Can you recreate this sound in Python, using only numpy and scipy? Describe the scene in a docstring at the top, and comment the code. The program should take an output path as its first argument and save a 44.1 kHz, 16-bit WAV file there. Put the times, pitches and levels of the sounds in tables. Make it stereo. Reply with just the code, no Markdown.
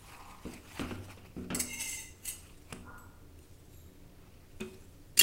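"""A small, hard kitchen, a stereo pair of microphones close to a metal pot on the stove.
A steel ladle swishes through thick curry, knocks the full pot into a damped boom, and clinks and
scrapes along the ringing wall. It is lifted out, set down on the counter, and at last clatters
against a thin steel bowl. The tiles give a short tail; the room hums faintly behind it all."""
import sys
import numpy as np
from scipy import signal
from scipy.fft import rfft, irfft
from scipy.io import wavfile
from scipy.ndimage import uniform_filter1d, map_coordinates

SR = 44100
rng = np.random.default_rng(int(sys.argv[2]) if len(sys.argv) > 2 else 0)


def waveform_to_disk(signal):
    """Save audio, clipped to [-1, 1], as 16-bit WAV at the path in sys.argv[1]."""
    frames = np.transpose(np.atleast_2d(signal))
    scaled = np.clip(frames, -1, 1) * 32767
    samples = np.round(scaled).astype(np.int16)
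    wavfile.write(sys.argv[1], SR, samples)


N = 230476
TIME = np.arange(N) / SR
RING_TIME = TIME[:SR]  # every strike gets one second to ring

# Spectrum of the ladle's clack on pot or counter. Each row: frequency in Hz, relative level in dB.
CLACK_SPECTRUM = [(150, 4), (350, 5), (700, -1), (1000, -2), (1400, 3.5), (1900, -7.5), (2700, 2),
                  (4000, -9), (8000, -11.5), (16000, -25)]


def amp(db):
    """Decibels to gain."""
    return 10 ** (np.asarray(db) / 20)


def unit(x):
    """Scales to rms 1."""
    return x / np.sqrt(np.mean(x ** 2) + 1e-20)


def read(points, hz):
    """Reads a table on a log-frequency axis."""
    f, value = np.transpose(points)
    return np.interp(np.log(hz + 1), np.log(f + 1), value)


def add(mix, start, sound):
    """Adds a stereo sound at start, in seconds."""
    part = mix[:, round(start * SR):][:, :sound.shape[1]]
    part += sound[:, :part.shape[1]]


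def wander(per_s):
    """A random curve that takes per_s new turns a second."""
    knots = np.arange(0, N / SR + 1, 1 / per_s)
    return np.interp(TIME, knots, rng.standard_normal(len(knots)))


def lumps(per_s, depth_db):
    """A gain that wanders at random."""
    return amp(depth_db * wander(per_s))


def wavering(x, per_s, share):
    """Lets every pitch in x wander by a small share."""
    position = np.arange(N) + share * SR / per_s * wander(per_s)
    return np.array([map_coordinates(side, [position], order=3) for side in x])


def patchy(x, depth_db):
    """Brief patches, each at its own pitch, flare up and drop out."""
    spectra = signal.stft(x, nperseg=256)[2]
    field = rng.standard_normal(spectra.shape[:0:-1])  # time by frequency
    field = uniform_filter1d(uniform_filter1d(field, size=11, axis=0), size=3, axis=1)
    return signal.istft(spectra * amp(depth_db * unit(field).T), nperseg=256)[1][:, :N]


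def stroke(peak, attack, hold, release, depth_db=21.5):
    """Gain of one hand movement: rises depth_db per attack time, holds, falls as much per release."""
    under = np.maximum(peak - TIME, 0) / attack + np.maximum(TIME - peak - hold, 0) / release
    return amp(-depth_db * np.minimum(under, 10))


def grains(per_s, spread_db):
    """Random clicks of uneven size."""
    size = amp(spread_db * np.minimum(rng.exponential(1, N), 4))
    return unit(size * rng.choice([-1, 1], N) * (rng.random(N) < per_s / SR))


def coloured(x, gain):
    """Filters two unrelated channels by gain(Hz); the bass reaches both microphones nearly alike."""
    # Likeness across the pair. Each row: frequency in Hz, left-right correlation.
    likeness = [(30, 0.98), (100, 0.96), (350, 0.87), (650, 0.72), (1200, 0.12), (2500, 0), (16000, 0)]
    hz = np.fft.rfftfreq(x.shape[1], 1 / SR)
    a, b = rfft(x)
    same = read(likeness, hz)
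    mid, side = a * np.sqrt(1 + same), b * np.sqrt(1 - same)
    return unit(irfft(np.array([mid + side, mid - side]) * gain(hz), x.shape[1]))


def resonate(x, hz, width):
    """A steep resonance that can follow a moving frequency."""
    carrier = np.exp(2j * np.pi * np.cumsum(hz * np.ones(N)) / SR)
    pole = np.exp(-np.pi * width / SR)
    return unit((carrier * signal.lfilter([1], np.poly([pole, pole]), x / carrier)).real)


def crash(gain, t60):
    """A crowd of overlapping modes: coloured noise that dies away."""
    return coloured(rng.standard_normal((2, SR)), gain) * amp(-60 * RING_TIME / t60)


def ring(modes, length=1):
    """Decaying modes, some leaning to one side; short waves reach the pair in unrelated phase."""
    out = np.zeros((2, SR))
    for hz, db, t60, *lean in modes:
        phase = rng.uniform(-np.pi, np.pi, (2, 1)) * min((hz / 1500) ** 2, 1)
        sides = unit(amp(sum(lean) / 2 * np.array([[1], [-1]])))
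        decay = amp(db - 60 * RING_TIME / (t60 * length))
        out += sides * decay * np.sin(2 * np.pi * hz * RING_TIME + phase)
    return out / np.linalg.norm(amp([mode[1] for mode in modes]))


def room_tone(air_db=-54.5):
    """The kitchen behind the pot: steady rumble and hiss with a few wavering low tones."""
    # Rumble and hiss. Each row: frequency in Hz, relative level in dB.
    air_spectrum = [(12, -4), (19, 2.5), (55, -11), (85, -5.5), (153, -11.5), (181, -24.5), (221, -16.5),
                    (284, -16), (419, -19), (693, -26), (775, -29.5), (2240, -32.5), (6120, -36.5),
                    (13400, -38), (15800, -36)]
    # The low drone. Each row: frequency in Hz, width in Hz, level in dB.
    hum_tones = [(82.7, 9.4, -62), (183.9, 8.7, -69.5), (291, 20, -69.5), (371.3, 14, -74.5)]
    air = coloured(rng.standard_normal((2, N)), lambda hz: amp(read(air_spectrum, hz)))
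    hum = sum(amp(db) * resonate(rng.standard_normal(N), hz, width) for hz, width, db in hum_tones)
    return amp(air_db) * air + hum


def swishes(swish_db=-1, fizz_db=-2):
    """Each move swells as a grainy swish and fizz, like thick liquid folding and tiny bubbles bursting."""
    # The ladle moves in the curry, then in the hand on its way to the counter.
    # Each row: peak time, attack and release in seconds, relative swish and fizz levels in dB.
    moves = [(.02, 0.13, 0.24, -76, -55.5), (0.099, 0.12, 0.66, -50, -56.5), (.31, 0.1, 0.077, -56, -57.5),
             (0.539, 0.23, 0.09, -48.5, -53), (.785, 0.26, 0.38, -46, -50.5),
             (1.045, 0.023, 0.086, -58, -52.5), (1.105, 0.035, 0.13, -50.5, -56),
             (1.258, 0.04, 0.066, -53, -74), (1.411, 0.16, 0.21, -57.5, -61),
             (2.43, 0.66, 0.52, -60, -57.5), (2.706, 0.039, 0.086, -50.5, -58),
             (3.44, 0.11, 0.58, -79, -61), (3.74, 0.08, 0.099, -80, -60.5), (4.32, 1, 0.52, -64, -86),
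             (4.72, 0.4, 0.72, -66, -60)]
    # Spectra of the swish and of the fizz on top. Each row: frequency in Hz, relative level in dB.
    swish_spectrum = [(300, -18), (700, 0.5), (1300, 2.5), (1700, -1.5), (2550, 4.5), (3400, -6.5),
                      (5000, -7), (8000, -17)]
    fizz_spectrum = [(2500, -8.5), (5000, -6.5), (8000, -3), (10000, -5.5), (12500, -9.5), (16000, -18)]
    swells = np.array([stroke(peak, attack, 0, release) for peak, attack, release, _, _ in moves])
    swish, fizz = np.transpose(moves)[-2:]
    out = np.zeros((2, N))
    for spectrum, db in ((swish_spectrum, swish + swish_db), (fizz_spectrum, fizz + fizz_db)):
        pops = np.array([grains(per_s=1500, spread_db=0.5) for _ in range(2)])
        wash = coloured(pops + rng.standard_normal((2, N)), lambda hz: amp(read(spectrum, hz)))
        texture = patchy(wash, depth_db=3.3) * lumps(per_s=90, depth_db=2.16)
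        out += unit(texture) * np.sqrt(amp(db) ** 2 @ swells ** 2)  # moves add in power
    return out


def rubbing(strokes, mode_sets, rub_db=-4):
    """Fine slips keep a few resonances sounding for the length of each stroke."""
    out = np.zeros((2, N))
    for (peak, attack, hold, release, push_db), modes in zip(strokes, mode_sets):
        clicks = np.array([grains(per_s=2400, spread_db=5.0) for _ in range(2)])
        slips = coloured(clicks, np.ones_like)
        body = sum(amp(db) * resonate(np.roll(slips, rng.integers(N), axis=1), hz, width)
                   for hz, width, db in modes)
        out += amp(push_db + rub_db) * stroke(peak, attack, hold, release) * body
    return out


def floor_rubs():
    """The sunken ladle rubs across the pot floor, muffled by the curry."""
    # Each row: time of full pressure, attack, hold and release in seconds, relative level in dB.
    strokes = [(0.207, 0.28, 0.11, 0.22, -55.5), (2.877, 0.05, 0.025, 0.32, -48)]
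    # The pot floor's ring, one list a stroke. Each row: frequency and width in Hz, relative level in dB.
    floor_modes = [
        [(828, 91, 0.5), (1026, 240, 3.5), (1227, 19, 0)],
        [(510, 110, -12), (896, 200, -6.5), (1000, 99, -5.5), (1240, 380, -3), (1420, 56, -2.5)],
    ]
    return rubbing(strokes, floor_modes)


def clack(cutoff_hz, t60):
    """The short noise of a hard contact, rolled off above the cut-off."""
    return crash(lambda hz: amp(read(CLACK_SPECTRUM, hz)) / np.sqrt(1 + (hz / cutoff_hz) ** 4), t60)


def thud(t60):
    """The dull shudder of the worktop."""
    onset = 1 - np.exp(-RING_TIME / 0.0069)
    return crash(lambda hz: 1 / (1 + ((hz - 300) / 160) ** 4), t60) * onset


def pot_knocks(thud_db=-9):
    """Each knock of the ladle booms the pot; harder contacts add a brighter clack."""
    # Each row: start in seconds, boom level in dB, boom rise in seconds, ring length factor,
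    # clack level in dB, clack cut-off in Hz, clack t60 in seconds.
    knocks = [(0.453, -32.5, 0.0038, 0.83, -39.5, 590, 0.12), (0.471, -59, 0.0033, 0.77, -53, 2780, 0.15),
              (0.795, -30, 0.0013, 1.03, -30.5, 4100, 0.064), (0.815, -41, 0.0035, 0.6, -39, 2160, 0.33),
              (0.909, -34, 0.0024, 0.61, -33.5, 1970, 0.082), (1.084, -46, 0.003, 0.6, -47, 1560, 0.06),
              (1.174, -53.5, 0.0033, 2.2, -49.5, 3970, 0.14),
              (1.366, -31.5, 0.0015, 0.55, -48, 1000, 0.056), (1.382, -42.5, 0.0043, 3.2, -55, 2050, 0.41),
              (1.503, -30.5, 0.0018, 1.25, -33, 4040, 0.12), (1.524, -36, 0.0036, 0.71, -36, 2420, 0.098),
              (1.549, -33, 0.0018, 1.2, -42.5, 2020, 0.39),
              (2.725, -40.5, 0.0043, 1.65, -32.5, 4170, 0.036)]
    # The full pot, damped by curry. Each row: frequency in Hz, relative level in dB, base t60 in seconds.
    pot_modes = [(78.8, -3.5, 0.34), (183.4, 10, 0.17), (244.5, 4.5, 0.53), (291, 2.5, 0.32),
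                 (370.6, -3.5, 0.19), (406, -14, 0.14), (446, -0.5, 0.16), (611, -7, 0.15),
                 (667, -6.5, 0.088)]
    out = np.zeros((2, N))
    for start, boom_db, rise, length, clack_db, cutoff_hz, t60 in knocks:
        contact = amp(clack_db) * clack(cutoff_hz, t60)
        boom = ring(pot_modes, length) + amp(thud_db) * thud(t60=0.25)
        onset = 1 - np.exp(-RING_TIME / rise)
        add(out, start, amp(boom_db) * boom * onset + contact)
    return out


def steel_ring(part, length, ring_db=-3, crowd_t60=0.11, valley_db=-27):
    """One touch on the pot wall; the part of the ladle that touches decides which modes speak."""
    # Tight clusters of modes in ladle and wall. Each row: frequency and width in Hz, left minus right
    # in dB, then relative level in dB when touched by the ladle's rim, back and heel.
    clusters = [(2110, 320, 0, -6.5, -16, -16), (2780, 360, -3.5, -12.5, -6.5, -7),
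                (3830, 71, -1, -17, -17, -21), (4360, 170, 1, -8, -11, -9.5),
                (4920, 72, -8, -5, -10.5, -16), (5494, 170, -1, -6.5, -10.5, -20),
                (5960, 180, 9, -12, -17, -11), (6300, 170, 1, -5, -3, -15), (6440, 68, -9, -4, -10, -11),
                (6690, 64, -8, -12, -7, -2), (7300, 180, 2, -6, -7, -6), (7380, 120, 4, -6, -4.5, -12),
                (7760, 150, 2, -6, -14, -11), (7840, 210, -2, 4, -3, -9), (8290, 120, 7, 0.5, -3, -4),
                (8670, 160, -4, -7, -7, -7), (8980, 140, 8, -2.5, -11, -19), (9320, 88, 7, -5, -10, -5),
                (9820, 110, -6, -3, -4.5, -9.5), (10020, 94, -7, 1.5, -6.5, -5),
                (10880, 290, 2, -3, -10.5, -14), (11870, 180, -1, -6, -8, -14),
                (12180, 140, 3, -14, -16, -6), (13100, 300, 0, -11, -18, -12),
                (14170, 320, -1, -12, -12, -12), (15620, 200, 11, -18, -19, -27)]
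    column = ("rim", "back", "heel").index(part)
    touched = [(hz, width, lean, levels[column]) for hz, width, lean, *levels in clusters]

    def gain(f):
        """Clusters with deep valleys between them."""
        peaks = sum(amp(2 * db + lean * np.array([[1], [-1]]))
                    / (1 + ((f - hz) / (width * 0.55)) ** 2) ** 2 for hz, width, lean, db in touched)
        valleys = amp(valley_db) ** 2 * f ** 2 / (f ** 2 + 900 ** 2)
        return np.sqrt(peaks + valleys)

    # The tighter a cluster, the longer its main mode rings.
    main_modes = [(hz, db, 14.2 / width, lean) for hz, width, lean, db in touched]
    return crash(gain, crowd_t60 * length) + amp(ring_db) * ring(main_modes, length)


def clinks(steel_db=-2, crack_db=-8, crack_t60=0.05):
    """Glancing touches of steel: a bright crack, and a ring that builds up while the edge skids."""
    # Each row: start in seconds, relative level in dB, contact time in seconds, ring length factor,
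    # part of the ladle.
    touches = [(0.536, -38, 0.0028, 0.3, "rim"), (1.546, -25, 0.0019, 0.79, "rim"),
               (1.549, -24, 0.0025, 0.65, "rim"), (1.593, -26, .004, 0.48, "rim"),
               (1.598, -18.5, 0.0025, 0.66, "rim"), (1.606, -25, 0.0034, 0.64, "rim"),
               (2.252, -32, 0.0028, 0.63, "heel"), (2.275, -29, 0.0043, 0.93, "heel"),
               (2.289, -41, 0.002, 1.5, "heel"), (2.727, -32, 0.00076, 0.16, "rim"),
               (2.979, -52, 0.0017, 0.6, "heel"), (3.390, -48, 0.00088, 0.13, "heel"),
               (4.606, -39, 0.00047, 0.22, "heel")]
    out = np.zeros((2, N))
    for start, db, contact, length, part in touches:
        crack = crash(lambda hz: hz ** 2 / (hz ** 2 + 4500 ** 2), crack_t60 * length)
        clink = amp(steel_db) * steel_ring(part, length) + amp(crack_db) * crack
        onset = 1 - np.exp(-2 * RING_TIME / contact)
        add(out, start, amp(db) * clink * onset)
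    return out


def low_wobbles():
    """After a hard knock the pot wobbles low; a faint 80 Hz swell lies under the final clatter."""
    # Each row: start in seconds, peak level in dB, frequency in Hz, swell time in seconds.
    wobbles = [(0.802, -45, 87, 0.026), (0.886, -42, 97.5, 0.065), (1.371, -46.5, 87.7, 0.028),
               (1.538, -52, 82.45, 0.095), (5.171, -64, 80, 0.017)]
    out = np.zeros((2, N))
    for start, db, hz, swell in wobbles:
        age = RING_TIME[None] / swell
        add(out, start, amp(db) * age * np.exp(1 - age) * np.sin(2 * np.pi * hz * RING_TIME))
    return out


def wall_scrape(chatter_db=1.5, friction_db=-1.5):
    """Tiny slips ring the steel; the chatter wavers and sinks in pitch as the contact point moves."""
    # Pushes along the wall. Each row: time of full pressure, hold and release in seconds, relative
    # friction and chatter levels in dB, ring length factor, part of the ladle.
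    pushes = [(1.673, 0.035, 0.1, -48, -50, 0.98, "back"),
              (1.733, 0.0077, 0.065, -37.5, -43.5, 0.99, "back"),
              (1.799, 0.015, 0.19, -33, -42, 0.74, "back"), (1.876, 0.013, 0.1, -33.5, -62, 0.46, "back"),
              (1.93, 0.0065, 0.089, -37.5, -49.5, 0.58, "back"),
              (1.987, 0.027, 0.089, -43.5, -50.5, 0.91, "back"),
              (2.254, 0.0087, 0.046, -38.5, -69, 0.6, "heel"),
              (2.278, 0.016, 0.062, -36, -60, 0.62, "heel")]
    # The dragged edge. Each row: base frequency and width in Hz, relative level in dB, share of the glide.
    chatter_modes = [(912, 70, -3, 0.88), (2120, 72, 11, 1), (2680, 80, 4, 0.3), (2811, 51, 6.5, 0.22),
                     (3805, 23, -1.5, 0.88), (6240, 41, 6, 0.5)]
    # The glide of the strongest resonance. Each row: time in seconds, frequency in Hz.
    chatter_pitch = [(1.66, 2172), (1.75, 2129), (1.83, 2108), (1.9, 2081), (2.05, 2027)]
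    bite_s, build_s = 0.027, 0.048  # the edge bites at once; the chatter needs time to build up
    friction, pressure = np.zeros((2, N)), np.zeros(N)
    for peak, hold, release, slip_db, shake_db, length, part in pushes:
        slips = grains(per_s=800, spread_db=2) * lumps(per_s=110, depth_db=2.5)
        slips *= stroke(peak, bite_s, hold, release)
        body = steel_ring(part, length)
        body /= np.sqrt(np.sum(body ** 2) / 2)
        friction += amp(slip_db) * signal.oaconvolve(slips[None], body, axes=1)[:, :N]
        pressure += amp(shake_db) * stroke(peak, build_s, hold, release)
    glide = np.interp(TIME, *np.transpose(chatter_pitch)) / chatter_modes[1][0]
    glide *= 1 + 0.006 * wander(per_s=45)
    chatter = sum(amp(db) * resonate(rng.standard_normal((2, N)), hz * glide ** share, width)
                  for hz, width, db, share in chatter_modes)
    friction = wavering(friction, per_s=30, share=0.0013)
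    return amp(friction_db) * friction + amp(chatter_db) * unit(chatter) * pressure


def ladle_brushes():
    """The lifted ladle is brushed lightly and, hanging free, shimmers."""
    # Each row: time of full pressure, attack, hold and release in seconds, relative level in dB.
    strokes = [(2.99, 0.026, 0.013, 0.089, -57.5), (3.74, 0.058, 0.05, 0.27, -60.5)]
    # The shimmer, one list a stroke. Each row: frequency and width in Hz, relative level in dB.
    ladle_modes = [
        [(7850, 210, -0.5), (13050, 200, -1)],
        [(3850, 300, -7.5), (6770, 220, -8), (7400, 110, -4), (11400, 340, -3), (13400, 220, -2)],
    ]
    return rubbing(strokes, ladle_modes)


def set_down(clack_db=-7):
    """The held ladle lands on the counter with a short, dull ring."""
    # Each row: start in seconds, level of the ring with its clack in dB, thud level in dB.
    landings = [(4.602, -41.5, -44), (4.607, -39, -48), (4.6104, -33.5, -46)]
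    # Ladle on counter. Each row: frequency in Hz, relative level in dB, t60 in seconds.
    counter_modes = [(217, 10, 0.17), (376, 12, 0.14), (2310, -5, 0.07), (2510, 7.5, 0.13), (3480, 3, 0.03),
                     (3650, 7, 0.028), (3620, -13, 0.3)]
    out = np.zeros((2, N))
    for start, db, thud_db in landings:
        contact = amp(clack_db) * clack(cutoff_hz=4500, t60=0.13) + ring(counter_modes)
        add(out, start, amp(db) * contact + amp(thud_db) * thud(t60=0.084))
    return out


def bowl_clatter(crash_db=-7.5, favour_db=17.5, favour_octaves=0.074, rise_s=0.00063):
    """The ladle bounces on a thin steel bowl, jolting the worktop; each spot struck favours one pitch."""
    # Each row: start in seconds, level in dB, treble tilt in dB per octave, crash t60 in seconds,
    # favoured frequency in Hz, worktop knock in dB.
    strikes = [(5.17, -36, 1, 0.051, 8830, -64), (5.174, -20, 0.5, 0.091, 4720, -40.5),
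               (5.191, -8.5, 10, 0.067, 7250, -53), (5.1923, -14, 1, .05, 2780, -39.5),
               (5.1947, -12.5, 0.5, 0.13, 4468, -60), (5.197, -18.5, 8, 0.16, 9780, -60),
               (5.209, -14.5, 2, 0.015, 1880, -51), (5.2116, -10.5, -1.5, 0.03, 3260, -30.5),
               (5.222, -19, 0.5, .1, 4720, -53)]
    # The bowl's ring. Each row: frequency in Hz, relative level in dB, t60 in seconds,
    # left minus right in dB.
    bowl_modes = [(1894, -1, 0.018, 2), (2780, 0, 0.085, 4), (3260, 4, 0.035, -1), (4468, -7, 0.05, 7),
                  (4720, -9, 0.04, 2), (6984, -2, 0.067, 6), (7146, -3, 0.04, 4), (7358, -2, 0.04, 6),
                  (8400, -2, .07, -11), (8850, 0, 0.08, 5), (9774, 1, 0.09, -5), (10011, -1, 0.08, -3),
                  (11885, 6, 0.03, -1), (14700, -10, .05, 2), (15665, -14, .08, 2)]
    # The bowl's crash. Each row: frequency in Hz, relative level in dB.
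    crash_spectrum = [(290, -28), (1000, -19), (1800, -7.5), (2600, -4), (2750, -17), (3620, -6),
                      (3780, -9), (4300, -2.5), (5420, -5.5), (7240, -4.5), (12000, -12.5), (15800, -20.5)]
    # The worktop's knock. Each row: frequency in Hz, relative level in dB, t60 in seconds.
    worktop_modes = [(234, 3.5, 0.11), (361, 6, 0.082), (407, 2, 0.045)]
    out = np.zeros((2, N))
    for start, db, tilt_db, t60, spot_hz, knock_db in strikes:
        modes = []
        for hz, mode_db, decay, lean in bowl_modes:
            nearness = np.exp(-(np.log2(hz / spot_hz) / favour_octaves) ** 2)
            modes.append((hz, mode_db + tilt_db * np.log2(hz) + favour_db * nearness, decay, lean))
        burst = crash(lambda hz: amp(read(crash_spectrum, hz) + tilt_db * np.log2(hz + 1)), t60)
        hit = amp(db) * (ring(modes) + amp(crash_db) * burst) + amp(knock_db) * ring(worktop_modes)
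        add(out, start, hit * (1 - np.exp(-RING_TIME / rise_s)))
    return out


def tiled_room(x, wet_db=-9, build_s=0.02):
    """Tiles throw back a short, bright tail behind the close sound."""
    # The kitchen's decay. Each row: frequency in Hz, t60 in seconds.
    decay_times = [(100, 0.57), (500, 0.68), (2500, 0.43), (8000, 0.41), (15000, 0.27)]
    noise = coloured(rng.standard_normal((2, SR)), np.ones_like)
    hz, t, spectra = signal.stft(noise, SR, nperseg=256)
    decay = amp(-60 * t / read(decay_times, hz)[:, None])
    tail = signal.istft(spectra * decay, SR, nperseg=256)[1][:, :SR]
    tail *= np.minimum(RING_TIME / build_s, 1)
    return x + amp(wet_db) * signal.fftconvolve(x, tail / np.linalg.norm(tail[0]), axes=1)[:, :N]


def scene():
    """The ladle's contacts ring into the room; wobbles, swishes and room tone stay dry."""
    contacts = pot_knocks() + clinks() + wall_scrape() + floor_rubs() + ladle_brushes()
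    contacts += set_down() + bowl_clatter()
    return tiled_room(contacts) + low_wobbles() + swishes() + room_tone()


def record(dry, cutoff_hz=15900):
    """The two microphones differ a little in colour, and the highest treble is cut off."""
    # Balance of the pair. Each row: frequency in Hz, left minus right in dB.
    balance = [(100, -1.5), (700, -1), (1400, -0.5), (2400, 3), (4200, 2.5), (6500, 1), (15000, -0.5)]
    lean_db = read(balance, np.fft.rfftfreq(N, 1 / SR))
    heard = irfft(rfft(dry) * amp(np.array([lean_db, -lean_db]) / 2), N)
    lowpass = signal.firwin(511, cutoff_hz, window=("kaiser", 9), fs=SR)
    return signal.oaconvolve(heard, lowpass[None], "same")


dry = scene()
out = record(dry)
waveform_to_disk(out)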